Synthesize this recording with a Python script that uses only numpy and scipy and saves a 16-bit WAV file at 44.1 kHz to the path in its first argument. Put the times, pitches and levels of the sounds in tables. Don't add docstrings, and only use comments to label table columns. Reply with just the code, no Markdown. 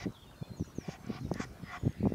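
import sys
import numpy as np
from scipy import signal
from scipy.fft import rfft, irfft, next_fast_len
from scipy.io import wavfile
from scipy.ndimage import uniform_filter1d, map_coordinates

SR = 44100
rng = np.random.default_rng(int(sys.argv[2]) if len(sys.argv) > 2 else 0)


def generate_wav(signal):
    frames = np.transpose(np.atleast_2d(signal))
    scaled = np.clip(frames, -1, 1) * 32767
    pcm = np.round(scaled).astype(np.int16)
    wavfile.write(sys.argv[1], SR, pcm)


def boost_factor(decibels):
    exponent = np.asarray(decibels, float) / 20
    return 10 ** exponent


N = 94682


def unit(x):
    return x / np.sqrt(np.mean(x ** 2) + 1e-20)


def clock():
    return np.arange(N) / SR


def wobble(rate):
    return map_coordinates(rng.standard_normal(int(N * rate / SR) + 4), [clock() * rate])


def smooth_step(x):
    return 0.5 + 0.5 * np.tanh(x)


def filtered(x, response):
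    m = next_fast_len(N + SR // 2)
    return irfft(rfft(x, m) * response(np.fft.rfftfreq(m, 1 / SR)), m)[..., :N]


def resonant(peaks):
    def response(f):
        total = 0
        for k, (hz, width, db) in enumerate(peaks):
            total = total + (-1) ** k * boost_factor(db) * 1j * f * width / (hz * hz - f * f + 1j * f * width)
        return total
    return response


def breath(peaks, top_hz):
    def response(f):
        low_cut = f ** 4 / (f ** 4 + (0.27 * peaks[0][0]) ** 4)
        high_cut = 1 / (1 + (f / top_hz) ** 12)
        return resonant(peaks)(f) * low_cut * high_cut
    return unit(filtered(rng.standard_normal(N), response))


def hush():
    # frequency in Hz, level in dB per Hz.
    hush_spectrum = [(24, -30), (40, 3), (101, 1), (174, -2), (1570, -16.5), (2580, -23.5), (3570, -24),
                     (4360, -24.5), (15600, -41.5)]
    # time in seconds, level in dB.
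    hush_level = [(0.0, -64), (0.55, -63.5), (2.15, -62)]
    z = signal.stft(rng.standard_normal(N), nperseg=512)[2]
    patches = uniform_filter1d(rng.standard_normal(z.shape), 6, 0)
    patches = uniform_filter1d(patches, 10, 1)
    noise = signal.istft(z * boost_factor(2.97 * unit(patches)), nperseg=512)[1][:N]
    f, db = np.transpose(hush_spectrum)
    river = filtered(noise, lambda hz: boost_factor(np.interp(np.log(hz + 1), np.log(f), db)))
    river = river / np.std(filtered(river, lambda hz: (hz > 1500) & (hz < 5000)))
    swell_db = np.interp(clock(), *np.transpose(hush_level))
    mic_hiss = boost_factor(-70) * rng.standard_normal(N)
    return boost_factor(-5 + swell_db) * river + mic_hiss


def huffs():
    # start and end in seconds, level in dB, brightness in dB, fade of the hiss in seconds.
    huff_table = [
        (-.09, 0.055, -50.5, 3.5, 0.0086),
        (0.806, 0.965, -52, 3.5, 0.021),
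        (1.028, 1.193, -51, 1, 0.014),
        (1.357, 1.447, -43, -1, 0.003),
        (1.669, 1.778, -44, -10.5, .007),
    ]
    # frequency in Hz, width in Hz, level in dB.
    windpipe = [(730, 41, 2), (1125, 63, -0.5), (1442, 79, -2), (1950, 140, -2), (2403, 170, -6),
                (3010, 440, -13), (3470, 74, -10.5)]
    # gain in dB at 750, 1300, 1950 and 2400 Hz.
    tilts = [(6, 2, 2, 4.5), (5, -1, 0.5, 2.5), (5.5, 4.5, -5.5, -0.5), (4, 11.5, 8, 3), (7, 11.5, 2, 1)]
    # frequency in Hz, width in Hz, level in dB.
    nostril = [(3960, 640, -5.5), (4750, 190, 2), (5500, 590, 0), (6500, 500, 6), (7200, 1850, -0.5)]
    # frequency in Hz, level in dB, top of the huff's hiss in Hz.
    leads = [(2020, -3, 6000), (2350, -10.5, 7000), (2290, -13.5, 5400), (1840, -6, 8000), (1950, -6, 7600)]
    attack_s, release_s = 0.036, 0.008
    opens = 0.43
    body_shut_db, hiss_shut_db = -8, -16
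    hiss_db, flutter_db = -7.5, 1
    t, out = clock(), np.zeros(N)
    for (a, b, db, bright_db, fade_s), tilt, (lead_hz, lead_db, top_hz) in zip(huff_table, tilts, leads):
        gate = smooth_step((t - a) / attack_s) * smooth_step((b - t) / release_s) * boost_factor(db)
        shut = 1 - smooth_step((t - a - opens * (b - a)) / (1.6 * fade_s))
        mode_db = np.interp([hz for hz, _, _ in windpipe], [750, 1300, 1950, 2400], tilt)
        modes = [(hz, width, d + extra) for (hz, width, d), extra in zip(windpipe, mode_db)]
        body = breath(modes, top_hz) * boost_factor(body_shut_db * shut + flutter_db * wobble(90))
        hiss = breath(nostril, top_hz)
        hiss = hiss * boost_factor(hiss_db + bright_db + hiss_shut_db * shut + flutter_db * wobble(48.7))
        hiss = hiss * smooth_step((b - fade_s - t) / fade_s)
        lead = boost_factor(lead_db) * breath([(lead_hz, 118, 0)], top_hz)
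        out += gate * (body + hiss + lead)
    return out


def swirls(s, size, hz):
    suck, tip, tail = 0.2, 1.0, 1.6
    k = np.arange(-800, 800)
    start = np.round(s * SR).astype(int)
    u = 2 * np.pi * hz[:, None] * k / SR
    rows = size[:, None] * 3 * (u - suck) * np.exp(-0.7 * (u ** 2 + tip) ** (tail / 2))
    places = start[:, None] + k + 800
    return np.bincount(places.ravel(), rows.ravel(), N + 1600 + SR)[800:N + 800]


def wind():
    # time in seconds, peak in dB,
    # size as a frequency in Hz.
    eddies = [(0.0589, -25, 196), (0.0645, -33, 111), (0.0689, -23.5, 240), (0.0752, -30, 90),
              (0.0799, -30, 219), (0.1029, -37.5, 90), (0.4158, -33.5, 111), (0.4227, -28.5, 111),
              (0.5074, -34.5, 91), (0.5993, -32, 210), (0.6042, -31.5, 89), (0.6111, -22, 142),
              (0.6154, -32, 89), (0.6244, -27, 170), (0.786, -24.0, 210), (0.8814, -35.5, 138),
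              (0.8866, -27.5, 184), (0.893, -32, 135), (1.0733, -34, 160), (1.0895, -35.5, 140),
              (1.0984, -30, 179), (1.1029, -24, 238), (1.1072, -32.5, 125), (1.113, -32.0, 125),
              (1.1579, -36, 90), (1.2118, -33.5, 143), (1.2195, -34.5, 114), (1.2275, -36.5, 162),
              (1.2381, -35, 127), (1.2507, -33, 126), (1.3125, -27.5, 90), (1.3185, -23.0, 174),
              (1.3239, -31, 204), (1.4035, -24, 195), (1.6334, -31.5, 99), (1.6399, -34.5, 120),
              (1.8295, -36, 90), (1.8383, -24.5, 90), (1.8516, -32, 208), (1.8559, -39, 142),
              (1.8631, -23.5, 93), (1.87, -18, 137), (1.8775, -20, 231), (1.8818, -31, 89),
              (1.8944, -28, 112), (1.9971, -33, 100), (2.0072, -25, 165), (2.0176, -35, 90),
              (2.0322, -23, 197), (2.0365, -34, 181), (2.0422, -23.5, 90), (2.0508, -23, 199),
              (2.0568, -20, 270), (2.0613, -19.5, 206), (2.0656, -23, 90), (2.0721, -15.5, 278),
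              (2.0769, -31, 179), (2.0846, -32.5, 90), (2.1224, -21.5, 277), (2.1405, -34, 90),
              (.018, -37.5, 70), (.04, -37.5, 70), (0.0658, -31.5, 248), (0.4278, -34.5, 348),
              (0.517, -36, 134), (.5975, -39, 468), (.6215, -29.5, 200), (0.7857, -43, 420),
              (0.8917, -29.5, 440), (1.0944, -34, 222), (1.2545, -34.5, 226), (1.2722, -37.5, 200),
              (1.3155, -20.5, 460), (1.335, -37, 226), (1.358, -34, 380), (1.362, -33, 204),
              (1.3994, -29.5, 203), (1.4015, -33, 400), (1.836, -30.5, 226), (1.8555, -30, 323),
              (1.8606, -23.5, 202), (1.8731, -31.5, 198), (1.8788, -34, 364), (2.0302, -28, 360),
              (2.0409, -22, 193), (2.0558, -20.5, 410), (2.065, -24, 330), (2.071, -23, 414),
              (2.146, -28, 266)]
    # centre in seconds, width in seconds, level in dB.
    puffs = [(.02, 0.042, -52), (0.08, 0.023, -42), (.36, 0.009, -55.5), (0.52, 0.019, -46.5),
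             (0.61, 0.014, -38.5), (0.674, 0.0088, -49), (0.777, 0.025, -49), (1.001, 0.02, -49.5),
             (1.045, 0.005, -42.5), (1.15, 0.029, -46), (1.19, 0.0049, -48), (1.26, 0.043, -40.5),
             (1.35, 0.018, -44), (1.43, 0.045, -48), (1.53, 0.021, -54), (1.634, 0.037, -49.5),
             (1.776, 0.0077, -43.5), (1.858, 0.025, -37.5), (1.92, 0.014, -51), (2.01, 0.034, -44.5),
             (2.057, 0.016, -31.5), (2.1, 0.05, -39.5),]
    rate, count = 125, 600
    port_hz, port_damping = 84.3, 1.36
    s, db, hz = np.transpose(eddies)
    strong = swirls(s, boost_factor(db), hz)

    draw = rng.standard_normal((count, 3))
    when = (np.arange(count) + 0.5 + 0.3 * draw[:, 0]).clip(0) / rate
    keep = when < N / SR
    power = boost_factor(-63.5) ** 2
    for centre, width, puff_db in puffs:
        power = power + boost_factor(puff_db) ** 2 * np.exp(-((when - centre) / width) ** 2)
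    scatter = boost_factor(4.5 + 3 * draw[:, 1].clip(-2, 1.5))
    sign = np.sign(1 + rng.standard_normal(count))
    small_hz = 138 * np.exp(0.56 * draw[:, 2].clip(-2, 1.5))
    small = swirls(when * keep, keep * np.sqrt(power) * scatter * sign, small_hz)

    def port(f):
        return -f * f / (port_hz ** 2 - f * f + 1j * f * port_hz * port_damping)
    return filtered(strong + small, port)


def whistle(a, b, hz, db):
    edge_s = 0.006
    t = clock()
    gate = smooth_step((t - a) / edge_s) * smooth_step((b - t) / edge_s)
    rasp = boost_factor(db + 3 * wobble(220))
    phase = 2 * np.pi * np.cumsum(hz * (1 + 0.0055 * wobble(150))) / SR
    return rasp * gate * np.sin(phase)


def birds():
    # start and end in seconds, first and last pitch in Hz, level in dB.
    whistles = [(.078, 0.15, 3930, 3880, -68), (0.145, 0.175, 3800, 3180, -58.5),
                (.168, 0.189, 3500, 3250, -59.5), (0.184, 0.224, 3000, 2960, -76),
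                (0.216, 0.243, 3420, 3180, -61), (0.194, 0.25, 3600, 3505, -66.5),
                (.25, 0.294, 3080, 2730, -67), (0.268, 0.315, 3660, 3650, -63.5),
                (0.321, 0.347, 3400, 2680, -64.5), (.355, 0.489, 3634, 3600, -70),
                (0.36, 0.573, 4240, 4180, -67.5), (0.598, 0.68, 4140, 4130, -76),
                (0.433, 0.445, 3400, 3485, -57.5), (0.411, 0.484, 2340, 2547, -68.5),
                (0.628, 0.667, 5940, 5840, -66.5), (0.891, 0.973, 6330, 6500, -73),
                (0.992, 1.05, 7520, 7500, -76), (1.001, 1.04, 6220, 6130, -71),
                (1.186, 1.225, 4110, 4180, -71), (1.23, 1.266, 3880, 3750, -68),
                (1.32, 1.342, 6120, 6600, -64), (1.345, 1.353, 6300, 6650, -61),
                (1.613, 1.714, 5220, 5000, -67), (1.747, 1.78, 5250, 5240, -64),
                (1.778, 1.83, 6880, 6800, -69), (1.837, 1.935, 6620, 6500, -68),
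                (1.955, 2.024, 5040, 4650, -73), (1.975, 2.146, 2720, 2700, -73.5),
                (2.006, 2.063, 2620, 2400, -65)]
    # time in seconds, pitch in Hz.
    falls = [
        [(.565, 7000), (.595, 6020), (.63, 5680), (.658, 5200)],
        [(.645, 7220), (.682, 5900), (.727, 5580)],
        [(.752, 6800), (.775, 6200), (.83, 5500), (.86, 4750)],
    ]
    falls_db = [-61.5, -65, -58.5]
    # start and end in seconds, pitch in Hz, width in Hz, level in dB.
    chorus = [
        (1.17, 1.52, 5500, 890, -69),
        (1.24, 1.693, 2320, 150, -73),
        (1.617, 1.994, 3360, 437, -70.5),
        (1.81, 2.2, 1950, 310, -66),
        (1.967, 2.205, 2350, 403, -67.5),
        (2.06, 2.12, 5450, 900, -71.5),
    ]
    t, out = clock(), np.zeros(N)
    for a, b, hz0, hz1, db in whistles:
        left = 1 - ((t - a) / (b - a)).clip(0, 1)
        out += whistle(a, b, hz1 + (hz0 - hz1) * left ** 1.6, db)
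    for path, db in zip(falls, falls_db):
        a, b = path[0][0], path[-1][0]
        fade = np.abs(2 * (t - a) / (b - a) - 0.8).clip(0, 2) ** 2
        out += whistle(a, b, np.interp(t, *np.transpose(path)), db - 6 * fade)
    for a, b, hz, width, db in chorus:
        gate = smooth_step((t - a) / 0.021) * smooth_step((b - t) / 0.067)
        out += gate * boost_factor(db + 0.86 * wobble(25)) * breath([(hz, width, 0)], hz + 2 * width)
    return out


def bill():
    # time in seconds, peak in dB, ring in Hz, share of crack.
    clicks = [
        (.312, -47.5, 1465, 0.45),
        (0.645, -48, 1530, .2),
        (.81, -43, 1770, .1),
        (1.0656, -43, 5640, .2),
        (1.207, -49.5, 6000, .2),
        (1.3398, -34, 5350, 0.78),
        (1.445, -42, 5640, 0.55),
        (1.926, -51, 5050, .9),
        (.123, -50, 6000, .3),
    ]
    ring_cycles, crack_s, onset_s = 10, 0.0008, 0.00014
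    out, t = np.zeros(N + SR), np.arange(SR // 50) / SR
    for s, db, hz, share in clicks:
        crack = share * rng.standard_normal(len(t)) * np.exp(-t / crack_s)
        tones = sum(np.sin(2 * np.pi * hz * ratio * t) for ratio in (0.93, 1.06))
        ring = tones * 0.5 * np.exp(-t * hz / ring_cycles)
        out[round(s * SR):][:len(t)] += boost_factor(db) * (ring + crack) * (1 - np.exp(-t / onset_s))
    return filtered(out[:N], lambda f: f ** 2 / (f ** 2 + 1200 ** 2) / (1 + (f / 12500) ** 8))


def banks(x):
    t = np.arange(SR // 2) / SR
    tail = rng.standard_normal(len(t)) * boost_factor(-60 * t / 0.22)
    return signal.fftconvolve(x, tail / np.linalg.norm(tail))[:N]


def scene():
    song, swan = birds(), huffs() + bill()
    near = swan + boost_factor(-18.5) * banks(swan)
    far = song + boost_factor(-5.5) * banks(song)
    return (near + far + wind() + hush())[None]


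def top_cut(x):
    return signal.sosfilt(signal.butter(12, 15715, fs=SR, output="sos"), x)


def record(dry):
    ceiling, top_hz = 0.19, 15719
    soft = dry / (1 + np.abs(dry / ceiling) ** 4) ** 0.25
    return top_cut(filtered(soft, lambda hz: hz < top_hz))


dry = scene()
out = record(dry)
generate_wav(out)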